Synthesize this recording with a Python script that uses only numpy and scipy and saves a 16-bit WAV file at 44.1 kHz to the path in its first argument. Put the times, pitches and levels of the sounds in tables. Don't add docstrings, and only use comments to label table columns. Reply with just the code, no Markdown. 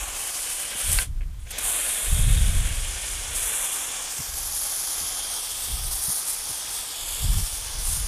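import sys
import numpy as np
from scipy import signal
from scipy.fft import rfft, irfft, next_fast_len
from scipy.io import wavfile
from scipy.ndimage import uniform_filter1d, map_coordinates

SR = 44100
rng = np.random.default_rng(int(sys.argv[2]) if len(sys.argv) > 2 else 0)


def bounce(signal):
    frames = np.transpose(np.atleast_2d(signal))
    limited = np.clip(frames, -1, 1)
    pcm = np.round(limited * 32767).astype(np.int16)
    wavfile.write(sys.argv[1], SR, pcm)


N = 356093
TIME_S = np.arange(N) / SR

# frequency in Hz, relative density in dB.
JET_SPECTRUM = [(150, -23), (330, -4.5), (480, -6), (900, 3), (1300, 0), (1900, -6.5), (2800, 1.5),
                (3900, -1.5), (4700, 4), (5500, 6), (7000, 7), (10000, -9), (15000, -26)]
PANEL_SPECTRUM = [(330, -7), (470, -2.5), (600, 0.5), (800, -14.5), (1100, -23), (1400, -1.5), (1580, 2),
                  (1900, -2), (2200, 2), (2400, 1.5), (2600, 0.5), (2950, 0), (4200, -5.5), (7000, -45)]
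FIZZ_SPECTRUM = [(3000, -15), (6000, -11), (7500, -2.5), (8500, 2), (9600, 3), (10800, 0), (12000, -8.5),
                 (13200, -22), (15000, -16)]
MIST_SPECTRUM = [(7000, -33), (10500, 9), (12000, 9.5), (14000, 6), (15000, -2)]
# time in seconds, base hiss level in dB, drumming level in dB, mist relative to fizz in dB.
AIM_PATH = [(0, -34, -45, -5.5), (.65, -38, -41.5, -12), (1, -37, -39, -9), (1.8, -37, -38, -9.5),
            (2.4, -39, -39.5, -11), (3.2, -36.5, -41.5, -14), (3.45, -36.5, -38, -7),
            (4, -33.5, -44.5, -8.5), (4.35, -37, -47, -3), (5.2, -35.5, -45.5, -9.5), (5.9, -37, -49, -2.5),
            (6.7, -36.5, -46, -7.5), (7.1, -36, -46.5, -4), (8.07, -37, -46, -8)]
# time in seconds, centre in Hz, level in dB.
LANCE_RING = [(0, 3046, -53), (.6, 3100, -45), (.9, 3306, -40), (1.65, 3396, -44.5), (2.3, 3510, -40),
              (2.8, 3280, -44.5), (3.95, 3373, -43), (4.25, 3333, -50), (5.25, 3347, -42),
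              (5.75, 3406, -42), (6.15, 3390, -53), (6.65, 3477, -44), (7.05, 3380, -41),
              (7.45, 3390, -46.5), (8.07, 3350, -47.5)]
# time in seconds, delay in ms, mean strength from 0 to 1.
CLOSE_REFLECTION = [(0, 0.1, 0.6), (.35, 0.087, 0), (.65, 0.087, 0.25), (2.4, 0.099, 0.42),
                    (3.15, 0.11, 0.23), (3.45, .108, 0.4), (4, 0.11, 0.53), (4.4, 0.18, .45),
                    (5.15, 0.18, 0.7), (5.35, 0.202, .5), (5.55, 0.23, 0.13), (5.8, .214, 0.48),
                    (6.1, 0.19, 0.63), (6.65, 0.2, 0.26), (7.1, 0.27, 0.58), (7.35, 0.23, 0.23),
                    (7.6, .205, 0.43), (8.07, 0.19, .42)]
# start in seconds, hold in seconds, fizz level in dB, fade in dB/s.
FOAM_SPLASHES = [(.2, .05, -32.5, 40), (.39, 0.24, -32, 110), (.79, 0.11, -29.5, 60), (.9, 0.1, -28, 100),
                 (1.645, 0.23, -27, 13.5), (3.02, .15, -36, 112), (3.36, 0.3, -29, 34),
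                 (4.13, 0.033, -35.5, 63), (4.38, 0.18, -35, 68), (4.56, .3, -31, 7.5),
                 (5.6, 0.12, -37.5, 98), (5.92, 0.024, -32, 60), (6.05, 0.14, -28, 450),
                 (6.28, 0.012, -27.5, 102), (6.5, .08, -33.5, 154), (6.73, .08, -34.5, 155),
                 (7.08, .16, -35, 200), (7.32, 0.24, -35, 115), (7.86, 0.08, -28, 73)]

# start in seconds, hold in seconds, level in dB, fade in dB/s.
WIND_GUSTS = [(0, .04, -39.5, 70), (.9, 0.014, -21.5, 84), (1.08, 0.11, -28.5, 60),
              (1.21, 0.034, -28.5, 37), (2.12, 0.43, -18.5, 43), (3.1, 0.029, -34.5, 87),
              (3.3, 0.12, -37.5, 110), (4.29, 0.16, -36.5, 90), (5.1, 0.17, -47, 80), (5.52, 0.22, -43, 60),
              (5.73, 0.16, -30.5, 160), (7.04, 0.2, -40.5, 60), (7.235, 0.16, -20, 198),
              (7.52, 0.24, -39.5, 65), (7.76, 0.1, -31.5, 60), (7.9, .17, -28.5, 63)]
# start in seconds, level in dB, length in seconds.
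MIC_BUMPS = [(0.751, -32.5, 0.015), (4.19, -35.5, 0.036), (5.01, -42.5, 0.053), (5.68, -40, 0.083),
             (6.08, -37, 0.033), (6.495, -39.5, 0.036)]
# frequency in Hz, relative density in dB.
WIND_SPECTRUM = [(12, -25), (22, 4.5), (42, 5.5), (85, -6), (130, -20), (195, -40), (280, -34), (450, -52),
                 (900, -74)]
EDDY_SPECTRUM = [(60, -6), (110, 1), (190, -11.5), (300, -34.5), (600, -36)]
BUMP_SPECTRUM = [(25, -6), (70, 16.5), (170, 6), (280, -4), (550, -12.5), (1200, -50)]
YARD_SPECTRUM = [(30, -13), (150, 12.5), (400, -4.5), (1000, 0), (2200, -3), (4000, -5), (9000, -5.5),
                 (15000, -9.5)]

# time in seconds, relative strength in dB.
DROP_HITS = [(0.854, -16), (0.918, 2), (0.9315, 4), (1.011, -16), (4.1238, -14), (6.038, -2), (6.103, -34),
             (6.216, -19)]
CLACK_HIT = [(0.9878, -9)]
# frequency in Hz, relative level in dB, t60 in seconds.
DROP_RESONANCES = [(8300, 1, 0.002), (9900, -1.5, .003), (11200, 2, .002)]
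GUN_RESONANCES = [(1040, -21, 0.029), (1566, -10, 0.053), (2000, -10, 0.023), (2230, -7, 0.014),
                  (2660, -7, 0.019), (4130, -9, .012), (4470, -1.5, 0.0075)]
# start in seconds, level in dB, length in seconds.
TRIGGER_RATTLES = [(1.208, -45, 0.0069), (1.217, -40, 0.0049), (1.226, -53, 0.024), (1.469, -46, 0.0089)]
# start in seconds, level in dB, length in seconds.
RESTART_SPITS = [(1.505, -31, .022), (1.582, -25, .018)]
# frequency in Hz, relative density in dB.
RATTLE_SPECTRUM = [(600, 0), (1300, -12), (1700, 3), (2300, 4), (3100, -1), (3800, -24), (8000, -32)]
SPIT_SPECTRUM = [(500, -3), (5000, -6), (9500, 7.5), (15000, -6)]

LET_GO_S, SQUEEZE_S, OPEN_S = 1.025, 1.3, 1.505
SHUT_DB_PER_S, SHUT_DB, WEEP_DB = 391, -32, -18
DRIBBLE_RMS_DB = 5
OPENING_DB, BUILD_UP_S = -4.5, 0.088
FOAM_LAG_S = .078
SPLASH_RISE_DB_PER_S, STEADY_FIZZ_DB = 236, -38
HISS_SHARE = 0.18
GUST_RISE_DB_PER_S, CALM_DB = 330, -51.5
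CUTOFF_HZ = 15050


def from_db(db):
    return 10 ** (np.asarray(db) / 20)


def rms_one(x):
    return x / np.sqrt(np.mean(x ** 2) + 1e-20)


def in_time(rows):
    s, *columns = np.transpose(rows)
    return [np.interp(TIME_S, s, column) for column in columns]


def drift(corner_hz):
    r = np.exp(-2 * np.pi * corner_hz * 40 / SR)
    white = rng.standard_normal(N // 40 + 2002)
    slow = signal.lfilter([1], [1, -2 * r, r * r], white)[2000:]
    return np.interp(np.arange(N) / 40, np.arange(len(slow)), rms_one(slow))


def coloured(x, spectrum):
    size = next_fast_len(N)
    hz = np.maximum(np.arange(size // 2 + 1) * SR / size, 1)
    points_hz, db = np.transpose(spectrum)
    low_end = 1 + (points_hz[0] / hz / 2) ** 4
    high_end = 1 + (hz / points_hz[-1] / 2) ** 4
    gain = from_db(np.interp(np.log(hz), np.log(points_hz), db)) / np.sqrt(low_end * high_end)
    return rms_one(irfft(rfft(x, size) * gain, size)[:N])


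def noise(spectrum):
    return coloured(rng.standard_normal(N), spectrum)


def droplets(per_s, mean_db):
    size_db = np.minimum(mean_db * rng.exponential(1, N), 16)
    impacts = from_db(size_db) * rng.choice([-1, 1], N)
    return impacts * (rng.random(N) < per_s / SR)


def swells(rows, rise_db_per_s, rest_db):
    power = from_db(rest_db) ** 2
    for s, hold_s, db, fade_db_per_s in rows:
        before_db = rise_db_per_s * np.maximum(s - TIME_S, 0)
        after_db = fade_db_per_s * np.maximum(TIME_S - s - hold_s, 0)
        power = power + from_db(db - np.minimum(before_db + after_db, 100)) ** 2
    return 10 * np.log10(power)


def puffs(rows):
    gain = 0
    for s, db, length_s in rows:
        progress = np.clip((TIME_S - s) / length_s, 0, 1)
        gain = gain + from_db(db) * np.sin(np.pi * np.sqrt(progress))
    return gain


def struck(hits, modes):
    clicks, out = np.full(N, 1e-18), 0
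    for s, db in hits:
        clicks[round(s * SR)] = from_db(db)
    for hz, db, t60_s in modes:
        r, w = from_db(-60 / (t60_s * SR)), 2 * np.pi * hz / SR
        ringing = signal.lfilter([0, np.sin(w)], [1, -2 * r * np.cos(w), r * r], clicks)
        out = out + from_db(db) * ringing
    return out


def band(x, low_hz, high_hz):
    return signal.sosfilt(signal.butter(2, [low_hz, high_hz], "band", fs=SR, output="sos"), x)


def flow(lag_s):
    open_s = OPEN_S + lag_s
    closing_db = np.maximum(-SHUT_DB_PER_S * np.maximum(TIME_S - LET_GO_S, 0), SHUT_DB)
    squeezed_db = np.interp(TIME_S, [SQUEEZE_S, OPEN_S], [SHUT_DB, WEEP_DB])
    weeping_db = squeezed_db + DRIBBLE_RMS_DB * drift(12)
    opening_db = OPENING_DB * np.clip(1 - (TIME_S - open_s) / BUILD_UP_S, 0, 1)
    db = np.select([TIME_S < SQUEEZE_S, TIME_S < open_s], [closing_db, weeping_db], opening_db)
    return from_db(uniform_filter1d(db, size=128))


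def reflected(x):
    delay_ms, strength = in_time(CLOSE_REFLECTION)
    lag = delay_ms * SR / 1000
    dull = np.convolve(x, [.14, .72, .14], "same")
    positions = np.arange(N) - np.array([lag, 2 * lag])
    once, twice = map_coordinates(dull, [positions], order=3)
    both = x + strength * (1 + .35 * drift(3)) * (once - twice / 4)
    return both / np.sqrt(uniform_filter1d(both ** 2, SR // 5) + 1e-12)


def hollow_ring(centre_hz, width_hz):
    lowpass = signal.butter(2, width_hz / 2, fs=SR, output="sos")
    a, b = signal.sosfilt(lowpass, rng.standard_normal((2, N)))
    phase = 2 * np.pi * np.cumsum(centre_hz) / SR
    return rms_one(a * np.cos(phase) + b * np.sin(phase))


def echoed(x, strength=0.072, sway=0.0501, count=12):
    out, n = x, np.arange(N)
    for k, delay_s in enumerate(np.geomspace(.0016, .021, count)):
        late = delay_s * (1 + sway * drift(0.291)) * SR
        out = out + (-1) ** k * strength * np.interp(n - late, n, x)
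    return out


def spray():
    hiss_db, panel_db, mist_offset_db = in_time(AIM_PATH)
    ring_hz, ring_db = in_time(LANCE_RING)
    fizz_db = swells(FOAM_SPLASHES, SPLASH_RISE_DB_PER_S, STEADY_FIZZ_DB) + 0.39 * drift(24)
    hiss_db = hiss_db + HISS_SHARE * (fizz_db - fizz_db.mean())
    mist_db = fizz_db + mist_offset_db
    clumps = 0.58 * drift(37) + 0.32 * drift(210)

    hiss = from_db(hiss_db + 1.66 * clumps) * reflected(noise(JET_SPECTRUM))
    ring = from_db(ring_db + 1.54 * drift(24)) * hollow_ring(ring_hz, width_hz=510)
    panel_hits = coloured(droplets(per_s=7000, mean_db=3.0), PANEL_SPECTRUM)
    panel = from_db(panel_db + 1.54 * drift(29)) * panel_hits
    fizz_hits = coloured(droplets(per_s=17000, mean_db=3.5), FIZZ_SPECTRUM)
    fizz = from_db(fizz_db + 1.07 * clumps) * reflected(fizz_hits)
    mist_hits = coloured(droplets(per_s=20000, mean_db=4.5), MIST_SPECTRUM)
    mist = from_db(mist_db + 2.5 * clumps) * reflected(mist_hits)
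    return echoed(flow(0) * (hiss + ring + panel + mist) + flow(FOAM_LAG_S) * fizz)


def wind():
    gust_db = swells(WIND_GUSTS, GUST_RISE_DB_PER_S, CALM_DB)
    slow = from_db(gust_db + 1.46 * drift(14)) * noise(WIND_SPECTRUM)
    eddy_db = 1.4 * gust_db + 2.5 * drift(30) - 4.5
    eddies = from_db(eddy_db) * noise(EDDY_SPECTRUM)
    bumps = puffs(MIC_BUMPS) * noise(BUMP_SPECTRUM)
    return slow + eddies + bumps


def yard():
    return from_db(-56.0) * noise(YARD_SPECTRUM)


def big_drops():
    return from_db(-13) * band(struck(DROP_HITS, DROP_RESONANCES), 6500, 13000)


def gun():
    clack = band(struck(CLACK_HIT, GUN_RESONANCES), 900, 5600)
    rattles = puffs(TRIGGER_RATTLES) * noise(RATTLE_SPECTRUM)
    return from_db(-1.5) * clack + rattles


def spits():
    return puffs(RESTART_SPITS) * coloured(droplets(per_s=9500, mean_db=2.0), SPIT_SPECTRUM)


def scene():
    mono = spray() + wind() + yard() + big_drops() + gun() + spits()
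    return np.array([mono, mono])


def record(dry):
    return signal.sosfilt(signal.ellip(14, .1, 90, CUTOFF_HZ, fs=SR, output="sos"), dry)


dry = scene()
out = record(dry)
bounce(out)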